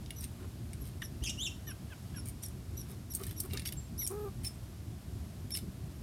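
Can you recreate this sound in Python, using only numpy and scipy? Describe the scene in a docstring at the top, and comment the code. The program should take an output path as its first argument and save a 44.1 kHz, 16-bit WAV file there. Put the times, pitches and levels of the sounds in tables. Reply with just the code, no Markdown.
"""Out in the snow, the microphone right beside a squirrel feeding on seeds, birds calling further off.
High scooped squeaks, from a squirrel or a small bird, and lower peeps sound close by as arched whistles.
The squirrel moans once, a harmonic voice roughened by strain; husks snap and rustle under teeth and paws
and the crust crunches: bursts of tiny impacts ring resonances. Far birds chirp and pipe, built from sines.
Shaped noise lies under it all: a low outdoor rumble with puffs of wind, and a soft hiss."""
import sys
import numpy as np
from scipy import signal
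from scipy.fft import rfft, irfft
from scipy.io import wavfile
from scipy.ndimage import uniform_filter1d, map_coordinates

SR = 44100
rng = np.random.default_rng(int(sys.argv[2]) if len(sys.argv) > 2 else 0)


def transcribe(u):
    """Save the signal u as a 16-bit wav file named by the first command-line argument.

    u: samples, shape (n,) or (channels, n), limited to [-1, 1]; the rate is SR.
    q: integer samples, one column per channel.
    """
    v = np.clip(np.atleast_2d(u).T, -1, 1)
    q = np.round(v * 32767).astype(np.int16)
    wavfile.write(sys.argv[1], SR, q)


N = 265482
TIME = np.arange(N) / SR
TOP_HZ = 16000  # upper limit of the recorder


def undb(db):
    """Decibels to gain."""
    return 10 ** (np.asarray(db) / 20)


def unit(x):
    """Scale to rms 1."""
    return x / np.sqrt(np.mean(x ** 2) + 1e-20)


def add(out, s, x):
    """Mix x into out at time s."""
    i = max(int(s * SR), 0)
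    out[i:i + len(x)] += x[:len(out) - i]


def clock(length):
    """Times [s] from 0 through a sound of this length [s]."""
    return np.arange(int(length * SR)) / SR


def turn(hz):
    """Phase [rad] of an oscillation whose pitch follows hz."""
    return 2 * np.pi * np.cumsum(hz) / SR


def wander(n, rate):
    """Smooth chance from knots of spread 1, drawn rate times a second."""
    knots = np.arange(n) * rate / SR
    draws = rng.standard_normal(int(knots[-1]) + 3)
    return map_coordinates(draws, [knots], order=3, mode="nearest")


def gate(t, length, rise, fall):
    """A smooth opening and closing."""
    opening = np.sin(np.pi / 2 * np.clip(t / rise, 0, 1))
    closing = np.sin(np.pi / 2 * np.clip((length - t) / fall, 0, 1))
    return opening * closing


def colour(x, points):
    """Give x a spectrum of (Hz, dB) points with steep ends, at rms 1."""
    hz, db = np.transpose(points)
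    f = np.maximum(np.fft.rfftfreq(len(x), 1 / SR), 1)
    gain = undb(np.interp(np.log(f), np.log(hz), db))
    gain = gain / (1 + (f / hz[-1] / 1.15) ** 16) / (1 + (hz[0] / f) ** 4)
    return unit(irfft(rfft(x) * gain, len(x)))


def ring(x, modes):
    """Pass x through (Hz, width, dB) resonances; a small body radiates little below its lowest one."""
    out = 0
    for hz, width, db in modes:
        b, a = signal.iirpeak(min(hz, TOP_HZ), hz / width, fs=SR)
        out = out + undb(db) * signal.lfilter(b, a, x)
    lowest = min(m[0] for m in modes)
    return signal.sosfilt(signal.butter(2, 0.87 * lowest, "high", fs=SR, output="sos"), out)


def piece(modes, scatter_share=0.38, narrowing=0.2, uneven_db=3):
    """One piece's own modes: three narrow ones scattered about each broad resonance."""
    chance = rng.standard_normal((len(modes), 3, 2))
    own = []
    for (hz, width, db), draws in zip(modes, chance):
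        for k, (a, b) in enumerate(draws):
            own_hz = max(hz + width * (scatter_share * a + (k - 1) / 2), 200)
            own.append((own_hz, width * narrowing, db + uneven_db * b))
    return own


def grains(n, rate, spread_db):
    """Random tiny impacts of very unequal size, about rate of them a second."""
    sizes = undb(spread_db * np.minimum(rng.exponential(size=n), 4))
    return (rng.random(n) < rate / SR) * rng.choice([-1, 1], n) * sizes


def cloud(length, modes, rate, spread_db):
    """A short burst of grains that ring one piece with the given modes."""
    t = clock(length)
    burst = unit(ring(grains(len(t), rate, spread_db), piece(modes)))
    return burst * gate(t, length, 0.0018, 0.0053)


SCOOP_S = 0.00434  # decay time of the opening scoop
WHISTLE_ATTACK_S = 0.015  # at most; a very short whistle rises for half its length


def arch(t, scoop, sag, sag_bend=1.46):
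    """Pitch as a share of its top: a quick scoop up, then a sag that steepens."""
    return 1 - scoop * np.exp(-t / SCOOP_S) - sag * (t / t[-1]) ** sag_bend


def whistle(t, hz, octave_db, under_db, rasp, waver=0.004, rasp_depth=0.026, rasp_rate=650,
            flutter_db=3.0, overtone_db=-14):
    """A thin whistle; when forced, the folds shake; it also sounds at thirds of the pitch."""
    hz = hz * (1 + waver * wander(len(t), 177) + rasp * rasp_depth * wander(len(t), rasp_rate))
    phase = turn(hz)
    # (multiple of the pitch, dB)
    partials = [(1, 0), (2, octave_db), (3, octave_db + overtone_db), (4, octave_db + 1.5 * overtone_db)]
    thirds = [(2 / 3, under_db - 7), (4 / 3, under_db - 9), (5 / 3, under_db)]
    voice = sum(undb(d) * np.sin(k * phase) for k, d in partials if k * hz.max() < TOP_HZ)
    slip = wander(len(t), 407)  # the undertones are only loosely locked to the pitch
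    voice = voice + sum(undb(d) * np.sin(k * phase + slip) for k, d in thirds)
    flutter = undb(flutter_db * wander(len(t), 133))
    roughness = 1 + .5 * rasp * wander(len(t), rasp_rate)
    attack = min(WHISTLE_ATTACK_S, t[-1] / 2)
    return np.sqrt(2) * voice * flutter * roughness * gate(t, t[-1], attack, 0.0032)


# low rumble all round the microphone, spectrum shape: (frequency [Hz], relative level [dB])
RUMBLE_SPECTRUM = [(12, -67), (20, -37), (30, -39), (46, -8.5), (63, -2.5), (81, -1.5), (115, -3),
                   (155, -10), (189, -10.5), (286, -17), (370, -20), (506, -38.5), (600, -34.5), (780, -78),
                   (1320, -120)]
# soft even hiss of the open air, spectrum shape: (frequency [Hz], relative level [dB])
HISS_SPECTRUM = [(260, -28), (450, -1.5), (500, -4.5), (674, -1), (856, -7), (936, -7), (1040, -7),
                 (1240, -8.5), (2010, -12), (2400, -12), (3000, -12.5), (5300, -13), (5970, -15),
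                 (12600, -15), (16000, -27.5)]
# strongest puffs of wind on the microphone: (time [s], rise of the rumble [dB])
WIND_PUFFS = [(.25, 7), (.615, 4), (0.824, 8.5), (0.969, 7), (1.228, 8.5), (1.835, 3.5), (2.742, 3),
              (5.64, 8.5), (5.69, 8)]
PUFF_WIDTH_S = 0.013  # from the peak to where the rise in dB is down to 1/e
RUMBLE_DB, HISS_DB, HISS_WALK_DB = -44, -59, .4


def outdoors(steadiness=0.15, swell_db=1.77, swell_rate=14):
    """A low rumble of noise that swells, sinks and puffs, under an even hiss."""
    rumble = colour(rng.standard_normal(N), RUMBLE_SPECTRUM)
    # partly even out the rumble's own power; it then stirs at random and now and then puffs
    power = uniform_filter1d(rumble ** 2, size=SR // 14)
    rumble = unit(rumble / power ** (steadiness / 2))
    puffs = sum(db * np.exp(-((TIME - s) / PUFF_WIDTH_S) ** 2) for s, db in WIND_PUFFS)
    hiss = colour(rng.standard_normal(N), HISS_SPECTRUM)
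    hiss = hiss * undb(HISS_DB + HISS_WALK_DB * wander(N, 6.5))
    return rumble * undb(RUMBLE_DB + swell_db * wander(N, swell_rate) + puffs) + hiss


# loudest husks snapping, close by: (time [s], peak of the sharp edge [dB], peak of the shell's body [dB])
HUSK_SNAPS = [(0.061, -57.5, -40), (0.106, -30.5, -32), (.208, -31.5, -59), (.241, -29, -40),
              (.732, -36.5, -43), (1.02, -37, -35.5), (1.238, -33, -39.5), (2.286, -30.5, -61),
              (2.434, -31, -42), (2.484, -36.5, -52), (3.1497, -21.5, -60), (3.236, -31.5, -33.5),
              (3.267, -29, -45), (3.31, -37, -40.5), (3.401, -24, -61.5), (3.403, -20, -62),
              (3.534, -31, -32), (3.573, -39, -26), (3.596, -33.5, -30.5), (3.62, -39.5, -40),
              (3.658, -30, -28.5), (3.724, -29, -50), (3.734, -34, -50), (4.066, -23, -40),
              (4.075, -18.5, -57.5), (4.447, -35, -34), (5.506, -32.5, -40.5), (5.55, -32.5, -32),
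              (5.5641, -25.5, -43), (5.572, -23.5, -31.5), (5.5865, -34, -42)]
# what a husk's body and edge ring with, before each piece scatters and narrows it:
# (frequency [Hz], width [Hz], level [dB])
HUSK_BODY = [(2273, 560, 5.5), (3387, 690, 6.5), (4760, 740, 0.5)]
HUSK_EDGE = [(6100, 1400, -4), (8810, 410, 8), (9550, 1050, 1), (11930, 2440, 4.5)]


def snaps(tear_s=0.00026, after_s=0.0055, after_db=-20, onset_s=0.00034):
    """Each husk splits in a run of tiny fractures, then crumbles briefly; edge and body ring."""
    out, t = np.zeros(N), np.arange(SR // 30) / SR
    force = np.exp(-t / tear_s) + undb(after_db) * np.exp(-t / after_s)
    force = force * (1 - np.exp(-t / onset_s))
    for s, edge_db, body_db in HUSK_SNAPS:
        fractures = rng.laplace(size=(2, len(t))) * force
        edge = ring(fractures[0], piece(HUSK_EDGE))
        body = ring(fractures[1], piece(HUSK_BODY))
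        add(out, s, undb(edge_db) * edge / np.abs(edge).max())
        add(out, s, undb(body_db) * body / np.abs(body).max())
    return out


# high scooped squeaks close to the microphone, from a squirrel or a small bird:
# (time [s], length [s], top pitch [Hz], level [dB], octave against the fundamental [dB])
HIGH_SQUEAKS = [(0.156, 0.0623, 6060, -57, 0), (0.807, 0.026, 6080, -65, 14.5),
                (1.022, 0.041, 6070, -50, -1.5), (1.663, 0.052, 6000, -54.5, 3),
                (2.158, .047, 5720, -51, 1.5), (2.420, .044, 5980, -49.5, 1.5), (2.766, .056, 6100, -51, 0),
                (3.098, 0.033, 5990, -49.5, 4.5), (3.361, .035, 5960, -51.5, 2),
                (3.652, 0.031, 5860, -45, 1), (3.978, 0.082, 5980, -46.5, 5),
                (4.444, 0.038, 5494, -39.5, -6), (5.511, 0.055, 5565, -42.5, -3)]
# each scoops up towards its top, then sags part of the way to rest; rasp brings up the undertones
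SCOOP_SHARE, SAG_SHARE, SQUEAK_REST_HZ = 0.178, .52, 4866
CLEAN_HZ, RASP_PER_KHZ = 5330, 0.79  # rasp grows with the top pitch above CLEAN_HZ, up to 1
UNDERTONE_DB, UNDERTONE_RASP_DB = -15, 10


def squeaks():
    """High arched whistles; the higher they reach, the further they sag and the more they rasp."""
    out = np.zeros(N)
    for s, length, top, db, octave_db in HIGH_SQUEAKS:
        t = clock(length)
        rasp = np.clip(RASP_PER_KHZ * (top - CLEAN_HZ) / 1000, 0, 1)
        hz = top * arch(t, SCOOP_SHARE, SAG_SHARE * (1 - SQUEAK_REST_HZ / top))
        under_db = UNDERTONE_DB + UNDERTONE_RASP_DB * rasp
        add(out, s, undb(db) * whistle(t, hz, octave_db, under_db, rasp))
    return out


# bouts of paws and teeth working in the seeds, close by:
# (time [s], length [s], crackling husks [dB], shifting seeds [dB])
SEED_RUSTLES = [(0.213, 0.047, -51.5, -58), (.839, 0.062, -58, -64.5), (2.255, 0.052, -49.5, -63),
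                (2.426, 0.043, -47.5, -65), (2.885, 0.051, -57, -65), (3.134, 0.043, -42.5, -67),
                (3.193, .14, -55, -61), (3.396, .07, -50.5, -84), (3.5, 0.11, -58, -55),
                (3.651, 0.046, -46, -48.5), (3.721, 0.013, -55, -49), (4.061, 0.067, -52, -71),
                (4.434, 0.057, -46.5, -60), (5.54, 0.042, -46, -54.5)]


def rustles(rate=1500, spread_db=5):
    """Clouds of grains ring the husks' edges and, duller, the seeds."""
    out = np.zeros(N)
    for s, length, husks_db, seeds_db in SEED_RUSTLES:
        add(out, s, undb(husks_db) * cloud(length, HUSK_EDGE, rate, spread_db))
        add(out, s, undb(seeds_db) * cloud(length, HUSK_BODY, rate, spread_db))
    return out


# paws pressing the snow crust: (time [s], length [s], level [dB])
SNOW_STEPS = [(0.391, 0.071, -54.5), (2.895, 0.048, -57), (3.187, 0.047, -48.5), (3.435, 0.032, -49),
              (3.531, .04, -47.5)]
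# what the crust rings with, before each step scatters and narrows it:
# (frequency [Hz], width [Hz], level [dB])
CRUST_MODES = [(384, 22.6, 20.5), (716, 127, -6.5), (1163, 187, -2)]


def steps(rate=2200, spread_db=4):
    """The snow crust gives way grain by grain."""
    out = np.zeros(N)
    for s, length, db in SNOW_STEPS:
        add(out, s, undb(db) * cloud(length, CRUST_MODES, rate, spread_db))
    return out


# short falling peeps, far below the squeaks in pitch: (time [s], length [s], top pitch [Hz], level [dB])
LOW_PEEPS = [(1.016, 0.0143, 2043, -43), (1.667, 0.056, 1880, -53.5), (1.896, 0.043, 1790, -56),
             (2.142, .047, 1747, -55.5), (4.011, 0.019, 2380, -51.5)]
PEEP_SCOOP_SHARE, PEEP_SAG_SHARE, PEEP_RASP = 0.092, 0.216, .2
PEEP_OCTAVE_DB, PEEP_UNDERTONE_DB = -8, -6


def peeps():
    """Low whistles that fall away steeply."""
    out = np.zeros(N)
    for s, length, top, db in LOW_PEEPS:
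        t = clock(length)
        hz = top * arch(t, PEEP_SCOOP_SHARE, PEEP_SAG_SHARE)
        add(out, s, undb(db) * whistle(t, hz, PEEP_OCTAVE_DB, PEEP_UNDERTONE_DB, PEEP_RASP))
    return out


# harsh chirps of the nearer bird, further off than the feeding:
# (time [s], length [s], length of the opening arch [s], top pitch [Hz], level [dB], full rasp [0-1])
BIRD_CHIRPS = [(1.217, 0.092, 0.048, 3354, -43, 0.85), (1.287, 0.018, .016, 3330, -41.5, 1),
               (1.371, 0.11, .099, 3724, -38.5, 0.27)]
# their harmonics before rasp brightens them: (multiple of the pitch, level [dB])
CHIRP_PARTIALS = [(1, -2), (2, -10), (3, -19.5), (4, -22)]
# each arches up from one resting pitch and drops back to it, growing louder and hoarser
CHIRP_REST_HZ, CHIRP_ARCH_SKEW = 2760, 1.8
CHIRP_ATTACK_SHARE, CHIRP_HOARSEN_SHARE = 0.5, 0.47  # shares of the length
CHIRP_RELEASE_S = 0.0048


def chirps(rasp_depth=0.086, rasp_rate=1100, flutter_db=2, echo_db=-6, echo_s=0.0091, harsh_db=11):
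    """Arched calls that grow bright and hoarse when forced, doubled by a near surface."""
    out = np.zeros(N)
    for s, length, arch_s, top, db, full_rasp in BIRD_CHIRPS:
        t = clock(length)
        rise = np.sin(np.pi * np.minimum(t / arch_s, 1) ** CHIRP_ARCH_SKEW)
        hz = CHIRP_REST_HZ + (top - CHIRP_REST_HZ) * rise
        rasp = full_rasp * np.minimum(t / (CHIRP_HOARSEN_SHARE * length), 1)
        phase = turn(hz * (1 + rasp_depth * rasp * wander(len(t), rasp_rate)))
        voice = sum(undb(d + harsh_db * rasp * (k > 1)) * np.sin(round(k) * phase)
                    for k, d in CHIRP_PARTIALS)
        loudness = np.sqrt(2) * undb(db + flutter_db * wander(len(t), 354))
        voice = voice * loudness * gate(t, length, CHIRP_ATTACK_SHARE * length, CHIRP_RELEASE_S)
        add(out, s, voice)
        add(out, s + echo_s, undb(echo_db) * voice)
    return out


# the far bird's notes: (time [s], length [s], pitch [Hz], level [dB])
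FAR_NOTES = [(3.769, 0.035, 7430, -48), (4.537, .022, 8260, -62)]


def far_bird(waver=0.013):
    """Thin, level, very high notes: sines with a slight waver of pitch."""
    out = np.zeros(N)
    for s, length, hz, db in FAR_NOTES:
        t = clock(length)
        phase = turn(hz * (1 + waver * wander(len(t), 196)))
        add(out, s, np.sqrt(2) * undb(db) * np.sin(phase) * gate(t, length, 0.0064, 0.018))
    return out


# the moaning throat, overtones before strain brightens them: (multiple of the pitch, level [dB])
THROAT_PARTIALS = [(1, 3), (2, -9), (3, -8), (4, -20), (5, -33), (6, -24), (7, -42)]
# effort builds, holds and lets go; pitch rises with it, and the voice is rough while effort is low
MOAN_S, MOAN_LENGTH_S, MOAN_DB = 4.1, .205, -42.5
MOAN_SLACK_HZ, MOAN_FULL_HZ, MOAN_BUILD_S, MOAN_LET_GO_S = 354, 415.4, 0.0684, 0.078


def moan(jitter=0.078, shimmer_db=3, fizz_db=-20, strain_db=6, overtone_db=-5, least_strain=0.31):
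    """A low whine with a faint fizz once a cycle; strain makes it brighter and rougher."""
    t = clock(MOAN_LENGTH_S)
    effort = gate(t, MOAN_LENGTH_S, MOAN_BUILD_S, MOAN_LET_GO_S)
    hz = MOAN_SLACK_HZ + (MOAN_FULL_HZ - MOAN_SLACK_HZ) * effort
    strain = 1 - (1 - least_strain) * effort
    phase = turn(hz * (1 + jitter * strain * wander(len(t), 264)))
    brightness_db = overtone_db + strain_db * strain
    voice = unit(sum(undb(d + (k > 1) * brightness_db) * np.cos(round(k) * phase)
                     for k, d in THROAT_PARTIALS))
    noise = ring(rng.standard_normal(len(t)), [(9150, 910, -6.5), (12600, 1100, 2)])
    fizz = unit(noise * (1 + np.cos(phase)) ** 2)
    loudness = undb(MOAN_DB + shimmer_db * strain * wander(len(t), 253))
    loudness = loudness * gate(t, MOAN_LENGTH_S, 0.0099, 0.057)
    out = np.zeros(N)
    add(out, MOAN_S, (voice + undb(fizz_db) * fizz) * loudness)
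    return out


def scatter(x, wet_db, t60):
    """Short diffuse echoes from the surroundings: a decaying tail of noise."""
    t = np.arange(SR // 2) / SR
    tail = rng.standard_normal(len(t)) * undb(-60 * t / t60) * np.clip(t / .006, 0, 1)
    return x + undb(wet_db) * signal.fftconvolve(x, tail / np.linalg.norm(tail))[:N]


def lowpass(x, hz):
    """Roll off the treble gently above hz."""
    return signal.sosfilt(signal.butter(2, hz, fs=SR, output="sos"), x)


def scene():
    """Feeding and near voices close by, the birds further off, the rumble all round."""
    voices = scatter(squeaks() + peeps() + moan(), wet_db=-9.5, t60=0.14)
    feeding = scatter(snaps() + rustles() + steps(), wet_db=-12.5, t60=0.23)
    birds = scatter(chirps() + far_bird(), wet_db=-8, t60=0.3)
    birds = lowpass(birds, 12900)  # distance dulls the birds
    # the microphone softens the highest treble
    animals = lowpass(voices + feeding + birds, TOP_HZ - 1000)
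    return (animals + outdoors())[None]


def record(dry):
    """The recorder cuts the top steeply."""
    return signal.sosfilt(signal.ellip(10, .2, 80, TOP_HZ, fs=SR, output="sos"), dry)


dry = scene()
out = record(dry)
transcribe(out)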